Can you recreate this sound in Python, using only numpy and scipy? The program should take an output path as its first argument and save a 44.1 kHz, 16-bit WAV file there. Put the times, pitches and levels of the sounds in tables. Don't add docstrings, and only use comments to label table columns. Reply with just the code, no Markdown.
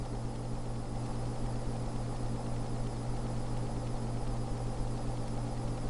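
import sys
import numpy as np
from scipy.fft import rfft, irfft, next_fast_len
from scipy.io import wavfile
from scipy.ndimage import map_coordinates

SR = 44100
rng = np.random.default_rng(int(sys.argv[2]) if len(sys.argv) > 2 else 0)


def master_out(mix):
    frames = np.transpose(np.atleast_2d(mix))
    ceiling = np.clip(frames, -1, 1)
    pcm = np.round(ceiling * 32767).astype(np.int16)
    wavfile.write(sys.argv[1], SR, pcm)


N = 260067
TIME_S = np.arange(N) / SR
WORK_CYCLE_HZ = 9.959


def amp(db):
    return 10 ** (np.asarray(db) / 20)


def wobble(rate_hz):
    knots = rng.standard_normal(int(N * rate_hz / SR) + 4)
    return map_coordinates(knots, [TIME_S * rate_hz])


def filtered(x, response):
    size = next_fast_len(N + SR // 2)
    return irfft(rfft(x, size) * response(np.fft.rfftfreq(size, 1 / SR)), size)[:N]


def shaped_noise(spectrum):
    freq_hz, density_db = np.transpose(spectrum)
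    response = lambda hz: amp(np.interp(np.log(hz + 1), np.log(freq_hz + 1), density_db))
    return filtered(rng.standard_normal(N), response) * np.sqrt(SR / 2)


def noise_band(centre_hz, width_hz):
    noise = filtered(rng.standard_normal(N), lambda hz: np.exp(-((hz - centre_hz) / width_hz) ** 2))
    return noise / np.sqrt(np.mean(noise ** 2))


# freq_hz, density_db_per_hz
HISS_SPECTRUM = [(1000, -99), (3500, -99.5), (6000, -100.5), (10000, -101.5)]


def hiss():
    return shaped_noise(HISS_SPECTRUM)


def ticks(first_s=.0615, cycles_per_tick=3.5, base_db=-53, vary_db=1):
    cycles = np.floor(np.arange(0, N / SR * WORK_CYCLE_HZ, cycles_per_tick))
    times_s = first_s + cycles / WORK_CYCLE_HZ
    gains = amp(base_db + vary_db * rng.standard_normal(len(times_s)))

    def bursts(lead_s, half_width_s):
        return sum(gain * np.exp(-((TIME_S - at_s + lead_s) / half_width_s) ** 2)
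                   for at_s, gain in zip(times_s, gains))

    rasp = bursts(lead_s=.0024, half_width_s=.0031) * noise_band(centre_hz=2310, width_hz=4000)
    spit = bursts(lead_s=0, half_width_s=.0013) * noise_band(centre_hz=10500, width_hz=2600)
    return amp(-1.5) * rasp + amp(-1) * spit


# pitch_hz, relative_db
WHISTLE_TONES = [(4802, -21), (9598, -11.5), (10099, -1)]
# start_fraction, whine_hz, whine_db, whistle_db, rasp_db
LOAD_STAGES = [(.24, 4370, -68, -99, -68), (.51, 5015, -75, -101, -56.5), (.57, 5140, -64.5, -86, -91),
               (.84, 4957, -65, -64, -103)]


def electronics(warble_hz=175, jitter_cycles=.007, flicker_db=.5):
    starts, *columns = np.transpose(LOAD_STAGES)
    cycle_fraction = (TIME_S * WORK_CYCLE_HZ + jitter_cycles * wobble(10)) % 1
    stage = np.searchsorted(starts, cycle_fraction) - 1
    whine_hz, whine_db, whistle_db, rasp_db = (column[stage] for column in columns)
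    pitch_hz = whine_hz + warble_hz * wobble(400)
    whine = amp(whine_db - flicker_db * wobble(150)) * np.sin(2 * np.pi * np.cumsum(pitch_hz) / SR)
    whistle = amp(whistle_db) * sum(amp(db) * np.sin(2 * np.pi * hz * TIME_S) for hz, db in WHISTLE_TONES)
    rasp = amp(rasp_db) * noise_band(centre_hz=2190, width_hz=3200)
    return np.sqrt(2) * (whine + whistle) + rasp


# pitch_hz, level_db
FAINT_TONES = [(962, -70), (1059, -87.5), (1114, -73), (1707, -80.5), (1990, -95), (2670, -83.5)]


def faint_tones(waver_rad=.87):
    return np.sqrt(2) * sum(amp(db) * np.sin(2 * np.pi * hz * TIME_S + waver_rad * wobble(5))
                            for hz, db in FAINT_TONES)


def rumble(throb_hz=3.518, first_s=.255, gap_s=.051, gap_vary_s=.0007, half_width_s=.009,
           strong_db=-27.3, weak_db=-31, vary_db=.8, low_cut_hz=4):
    pressure = np.zeros(N)
    for push in range(5):
        delay_s = push * (gap_s + gap_vary_s * wobble(throb_hz))
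        throbs = (TIME_S - first_s - delay_s) * throb_hz
        offset_s = (throbs - np.round(throbs)) / throb_hz
        level_db = (strong_db if push == 0 else weak_db) + vary_db * wobble(throb_hz)
        pressure -= amp(level_db) * np.exp(-(offset_s / half_width_s) ** 2)
    return filtered(pressure - pressure.mean(), lambda hz: 1j * hz / (1j * hz + low_cut_hz))


# rotor_order, centre_step, level_db, fall_db_per_step
HUM_CLUSTERS = [(2, 1, -40.5, 22.5), (3, .1, -55.5, 25), (4, 0, -49, 19), (4, 2, -60.5, 13),
                (5, .6, -51.5, 21), (6, 0, -59.5, 35), (7, 1.5, -56.5, 12), (8, 2, -59.5, 20),
                (9, 0, -56.5, 21), (9, 2, -61, 19), (10, 2.6, -58.5, 2), (12, 2, -63, 14),
                (13, 1.5, -62.5, 8), (14, 0, -56.5, 3.5), (15, -.4, -60.5, 4), (16, 0, -66.5, 24)]


def motor(mains_hz=60.008, rotor_hz=56.16, drift_rad=.056, scatter_rad=.65, flutter_db=.26,
          low_swell_s=.0062, high_swell_s=.065, first_high_order=9, sum_line_db=-53):
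    beat_hz = 2 * (mains_hz - rotor_hz)
    shaft_rad = 2 * np.pi * rotor_hz * TIME_S + drift_rad * wobble(1.92)
    steps = np.arange(-1, 4)
    hum = np.zeros(N)
    for order, centre_step, level_db, fall_db in HUM_CLUSTERS:
        swell_s = low_swell_s if order < first_high_order else high_swell_s
        beat_rad = 2 * np.pi * beat_hz * (TIME_S - swell_s)
        gains = amp(-fall_db * np.abs(steps - centre_step))
        phases = rng.uniform(0, 2 * np.pi) + scatter_rad * rng.standard_normal(len(steps))
        lines = sum(gain * np.cos(order * shaft_rad + step * beat_rad + phase)
                    for step, gain, phase in zip(steps, gains, phases))
        hum += lines / np.linalg.norm(gains) * amp(level_db + flutter_db * wobble(6.3))
    sum_line = amp(sum_line_db) * np.cos(shaft_rad + 2 * np.pi * mains_hz * TIME_S)
    return np.sqrt(2) * (hum + sum_line)


# freq_hz, density_db_per_hz
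AIR_SPECTRUM = [(8, -67), (45, -61.5), (65, -72), (100, -77.5), (170, -76.5), (230, -72.5), (330, -77),
                (600, -79.7), (850, -79.3), (1000, -83.8), (1320, -86), (1550, -94.5), (1950, -95),
                (2700, -104)]


def fans(air_gain_db=1.23, turbulence_db=.3):
    return shaped_noise(AIR_SPECTRUM) * amp(air_gain_db + turbulence_db * wobble(1.81))


# time_s, gain_db
MIX_GAIN = [(0, -0.5), (.9, -1.14), (1.05, 1.06), (2, 0.64), (5.9, 1.04)]


def scene():
    mix = motor() + fans() + faint_tones() + rumble() + electronics() + ticks() + hiss()
    gain_db = np.interp(TIME_S, *np.transpose(MIX_GAIN))
    return (amp(gain_db) * mix)[None]


def record(dry):
    roll_off_hz, limit_hz = 9950, 11750
    edge = lambda hz: np.clip((hz - roll_off_hz) / (limit_hz - roll_off_hz), 0, 1)
    return filtered(dry[0], lambda hz: np.cos(np.pi / 2 * edge(hz)) ** 2)[None]


dry = scene()
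out = record(dry)
master_out(out)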